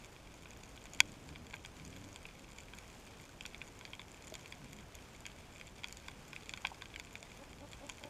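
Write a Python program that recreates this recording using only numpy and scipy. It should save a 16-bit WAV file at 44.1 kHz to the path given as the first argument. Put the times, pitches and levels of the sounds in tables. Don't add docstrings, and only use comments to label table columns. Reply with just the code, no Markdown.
import sys
import numpy as np
from scipy import signal
from scipy.fft import rfft, irfft, next_fast_len
from scipy.io import wavfile
from scipy.ndimage import map_coordinates

SR = 44100
rng = np.random.default_rng(int(sys.argv[2]) if len(sys.argv) > 2 else 0)


def store_wav(level_fs):
    pcm = np.round(np.clip(np.atleast_2d(level_fs), -1, 1) * 32767)
    wavfile.write(sys.argv[1], SR, pcm.T.astype(np.int16))


N = 356769


def amp(db):
    return 10 ** (np.asarray(db) / 20)


def unit(x):
    return x / np.sqrt(np.mean(x ** 2) + 1e-20)


def along(points, hz):
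    point_hz, value = np.transpose(points)
    return np.interp(np.log(hz + 1), np.log(point_hz + 1), value)


def wobble(knots_per_s, size):
    knots = rng.standard_normal(int(size * knots_per_s / SR) + 4)
    return map_coordinates(knots, [np.arange(size) * knots_per_s / SR])


def filtered(x, response):
    size = next_fast_len(N + 8192)
    spectrum = rfft(x, size) * response(np.fft.rfftfreq(size, 1 / SR))
    return irfft(spectrum, size)[..., :N]


def noise(density):
    white = rng.standard_normal(N)
    return unit(filtered(white, lambda hz: amp(along(density, hz))))


def add(track, start_s, sound):
    part = track[max(round(start_s * SR), 0):][:len(sound)]
    part += sound[:len(part)]


def sea(wash_db=-57, haze_db=-62, rumble_rest_db=-69, rise_s=0.18, fall_s=0.33):
    # (frequency [Hz], relative density [dB per Hz])
    wash = [(10, -15), (22, -3), (45, 0.5), (80, -2), (160, -6), (300, -9.5), (500, -11), (900, -16.5),
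            (1500, -26), (4000, -60)]
    rumble = [(60, -56), (130, 3), (190, 0), (280, -5), (450, -20), (1000, -61)]
    haze = [(400, -10), (950, 0), (1350, -3), (1570, -1), (1800, -4), (2330, -1.5), (2900, -4.5),
            (3310, -5), (4000, -9.5), (4700, -9), (6000, -9.5), (6950, -10), (9400, -15.5), (12000, -20.5),
            (13500, -21), (15000, -25.5)]
    # (start [s], length [s], level [dB])
    swells = [(.88, 0.77, -60), (1.7, 0.32, -57), (4.47, 0.57, -58)]
    t = np.arange(N) / SR
    swell = np.zeros(N)
    for start_s, length_s, db in swells:
        rise = (t - start_s) / rise_s
        fall = (start_s + length_s - t) / fall_s
        swell += amp(db) * np.clip(np.minimum(rise, fall), 0, 1)
    rumble_level = np.maximum(swell, amp(rumble_rest_db))
    haze_level = amp(haze_db + 0.71 * wobble(5.4, N) + 1.35 * wobble(250, N))
    return amp(wash_db) * noise(wash) + rumble_level * noise(rumble) + haze_level * noise(haze)


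def side_noise(level_db=-80):
    # (frequency [Hz], relative density [dB per Hz])
    side = [(18, -37), (30, -7), (116, -8), (167, -10.5), (364, 2), (1920, 0.5), (2310, -2), (3780, 4.5),
            (8470, -1), (15000, -33)]
    return amp(level_db) * noise(side)


def ring(low_db, treble_db, scatter_db, detune, phase_spread_rad=1.0, attack_s=0.00033, edge_hz=650):
    # (frequency [Hz], bandwidth [Hz], relative spectral peak before tilt [dB])
    housing = [(998, 144.5, -11), (1562, 84, -8), (2368, 297, 1), (3320, 200, -2), (3544, 210, -15.5),
               (4630, 350, -8), (5670, 220, -15), (6930, 580, -8.5), (8200, 580, -19.5), (11020, 1080, -21),
               (12570, 910, -28), (14400, 1040, -38)]
    t = np.arange(SR // 50) / SR
    hz, width_hz, db = np.transpose(housing)[:, :, None]
    tilt_db = along([(950, 0.97 * low_db), (1550, low_db), (2300, 0.0037), (3400, 0), (7000, treble_db)], hz)
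    mode_db = db + tilt_db + scatter_db * rng.standard_normal(hz.shape)
    size = amp(mode_db) * width_hz / width_hz.mean()
    pitch_hz = hz * (1 + detune * rng.standard_normal(hz.shape))
    phase = phase_spread_rad * rng.standard_normal(hz.shape)
    modes = size * np.exp(-np.pi * width_hz * t) * np.cos(2 * np.pi * pitch_hz * t + phase)
    onset = 1 - np.exp(-t / attack_s)
    highpass = signal.butter(3, edge_hz, "high", fs=SR, output="sos")
    return signal.sosfilt(highpass, modes.sum(0) * onset)


def colonies(snaps_per_s=130, base_db=-54, spread_db=5, range_db=15, patches=24):
    out = np.zeros(N)
    for treble_db in np.linspace(-6, 20, patches):
        patch_db = base_db - 0.63 * max(treble_db, 0)
        snap = amp(patch_db) * ring(0, treble_db, scatter_db=3, detune=0.036)
        waits, strengths = rng.exponential(size=(2, 128))
        times_s = np.cumsum(waits) * patches / snaps_per_s
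        for time_s, strength in zip(times_s, strengths):
            add(out, time_s, snap * amp(min(spread_db * strength, range_db)))
    return out


def reef_echo(surface_s=0.011, surface_db=-20, t60_s=0.046, scatter_db=-10, dull_hz=4500):
    t = np.arange(SR // 10) / SR
    tail_db = -60 * t / t60_s + 2.03 * wobble(377, len(t))
    onset = 1 - np.exp(-t / 0.0044)
    tail = rng.standard_normal(len(t)) * amp(tail_db) * onset
    echo = amp(scatter_db) * tail / np.linalg.norm(tail)
    add(echo, surface_s * rng.uniform(0.79, 1.8), -amp([surface_db]))
    return signal.lfilter(*signal.butter(1, dull_hz, fs=SR), echo)


def snap_in_reef(db, low_db, treble_db, gain_db=15, dry_above_db=-40, drying=0.62):
    far = amp(-drying * max(db - dry_above_db, 0))
    snap = amp(db + gain_db) * ring(low_db, treble_db, scatter_db=2.8 * far, detune=0.032 * far)
    sound = far * signal.fftconvolve(snap, reef_echo())
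    add(sound, 0, snap)
    return sound


def neighbours(snaps_per_s=10, mean_db=-56, spread_db=0.7, low_spread_db=4):
    dullest_db, brightest_db = -15.5, 16.5
    body_loss = 0.33
    out = np.zeros(N)
    for k in range(160):
        when, bright = rng.uniform(size=2)
        size, low = rng.standard_normal(2)
        time_s = (k + 2 * when - 1) / snaps_per_s
        treble_db = dullest_db + bright * (brightest_db - dullest_db)
        db = mean_db + spread_db * size - body_loss * max(treble_db, 0)
        if 0 < time_s < N / SR:
            add(out, time_s, snap_in_reef(db, low_spread_db * low, treble_db))
    return out


def near_shrimp():
    # (time [s], level before the gain of snap_in_reef [dB], low tilt [dB], treble tilt [dB])
    snaps = [(0.046, -53.5, -3, 4.5), (0.4569, -48, 6, -17), (0.5067, -56.5, -3, 10),
             (0.776, -49.5, 6, -14), (0.8556, -50.5, 4, 1), (0.935, -54, 3, 17), (0.948, -53, -8, 10),
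             (1.0038, -14, -2, 0.5), (1.2898, -49, 3, -0.5), (1.3588, -44.5, 2.5, -15),
             (1.4677, -50, -2, -1.5), (1.535, -50, 17, -17), (1.54, -43, 13.5, -4), (1.649, -42.5, 6, -10),
             (1.66, -50.5, -1, 10), (1.9631, -48, 2, -6), (2.16, -45.5, 3, 4), (2.2536, -48.5, 6, -18),
             (2.585, -46.5, 0, 1.5), (2.7354, -45.5, 2, -13), (2.786, -48.5, -5, 7.5),
             (3.409, -43, -1, -1.5), (3.454, -40, 2, -14), (3.462, -42.5, -11, 9.5), (3.5456, -43, -5, -14),
             (3.6163, -44.5, 0, -16), (3.811, -48.5, 4, -9), (3.852, -40, -4, -8), (3.934, -41.5, 3, -21.5),
             (3.9948, -43, 7.5, -12), (4.3406, -44, 1, 6), (4.353, -42.5, -2, 4), (4.459, -47, -1, 0),
             (4.524, -43, -4, -2), (4.6169, -51, 9, -18), (4.731, -49, -6, 5), (4.9526, -50, -9, 9.5),
             (5.2543, -46.5, 5, -3), (5.2646, -45, -6, 8.5), (5.6123, -45.5, 5, -7),
             (5.8349, -43, -3.5, -10), (5.843, -35, 1, -10), (5.8843, -53.5, 4, 11),
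             (5.9255, -52.5, -11, 19.5), (5.9707, -54, 1, 11), (6.0836, -43.5, 8, -2.5),
             (6.3312, -44.5, 5.5, 0.5), (6.363, -45.5, -3, -6), (6.4938, -41, -3, 2),
             (6.5371, -35.5, 2.5, -5.5), (6.5747, -43.5, 3, -4), (6.6501, -27.5, 6, -40),
             (6.6567, -41, 8, -10), (6.67, -38, -2, 1), (6.821, -38.5, 3, -10), (6.8565, -46, 2, -12),
             (6.9409, -46.5, -3, -19), (6.9605, -44, 2, -2), (6.998, -38.5, -1.5, 0.5),
             (7.1545, -39, -7.5, -6.5), (7.2281, -45.5, 4, 5), (7.7323, -42.5, -1, -6),
             (7.8922, -46, 5, 5.5), (7.897, -38, 0.5, 3.5), (8.0377, -42, 4, -2)]
    out = np.zeros(N)
    for time_s, db, low_db, treble_db in snaps:
        add(out, time_s, snap_in_reef(db, low_db, treble_db))
    return out


def fish(calls, voice, jitter, flutter_db):
    out = np.zeros(N)
    for start_s, length_s, first_hz, last_hz, db in calls:
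        u = np.linspace(0, 1, round(length_s * SR))
        unsettled = (1 - u) ** 2
        glide_hz = last_hz + (first_hz - last_hz) * unsettled
        pitch_hz = glide_hz * (1 + jitter * unsettled * wobble(2 * last_hz, len(u)))
        phase = 2 * np.pi * np.cumsum(pitch_hz) / SR
        tone = np.zeros(len(u))
        for k in range(1, 7):
            tone += amp(along(voice, k * pitch_hz)) * np.sin(k * phase + rng.uniform(0, 2 * np.pi))
        envelope = np.sqrt(4 * u * (1 - u))
        level = amp(db + flutter_db * wobble(last_hz / 2, len(u)))
        add(out, start_s, tone * envelope * level)
    return out


def hums():
    # (start [s], length [s], first pitch before jitter [Hz], last pitch [Hz], level before voice and flutter [dB])
    calls = [(.86, 0.35, 69.4, 106.8, -59.5), (1.24, 0.23, 61.4, 82, -56), (1.75, .43, 72, 98.6, -55.5)]
    # (frequency [Hz], level [dB])
    voice = [(80, 0), (155, -0.5), (205, -8), (285, -0.5), (350, -13), (450, -20), (600, -10)]
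    return fish(calls, voice, jitter=0.042, flutter_db=2.5)


def knocks(attack_s=0.00087):
    # (time [s], frequency [Hz], level [dB], decay by 60 dB [s])
    taps = [(4.3217, 631.5, -41.5, 0.055), (4.3228, 370, -40, 0.024), (6.6465, 894, -31.5, 0.0278),
            (6.717, 860, -31.5, 0.013), (6.7235, 840, -31, 0.0071)]
    out = np.zeros(N)
    t = np.arange(SR // 16) / SR
    onset = 1 - np.exp(-t / attack_s)
    for time_s, hz, db, t60_s in taps:
        add(out, time_s, amp(db - 60 * t / t60_s) * onset * np.sin(2 * np.pi * hz * t))
    return out


def toots():
    # (start [s], length [s], first pitch before jitter [Hz], last pitch [Hz], level before voice and flutter [dB])
    calls = [(7.205, .045, 215, 240, -61), (7.388, .055, 245, 290, -55.5), (7.6, .066, 240, 293, -54),
             (7.81, .064, 262, 293, -54), (8.01, .078, 282, 294, -55.5)]
    # (frequency [Hz], level [dB])
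    voice = [(290, -2.5), (580, 0.5), (870, -5), (1160, -14.5), (1700, -32)]
    return fish(calls, voice, jitter=0.145, flutter_db=3.5)


def scene():
    shrimp = colonies() + neighbours() + near_shrimp()
    water = sea() + shrimp + hums() + knocks() + toots()
    side = side_noise()
    return np.array([water + side, water - side])


def record(dry, top_hz=15500, fade_hz=600):
    return filtered(dry, lambda hz: np.clip((top_hz - hz) / fade_hz + 0.5, 0, 1))


dry = scene()
out = record(dry)
store_wav(out)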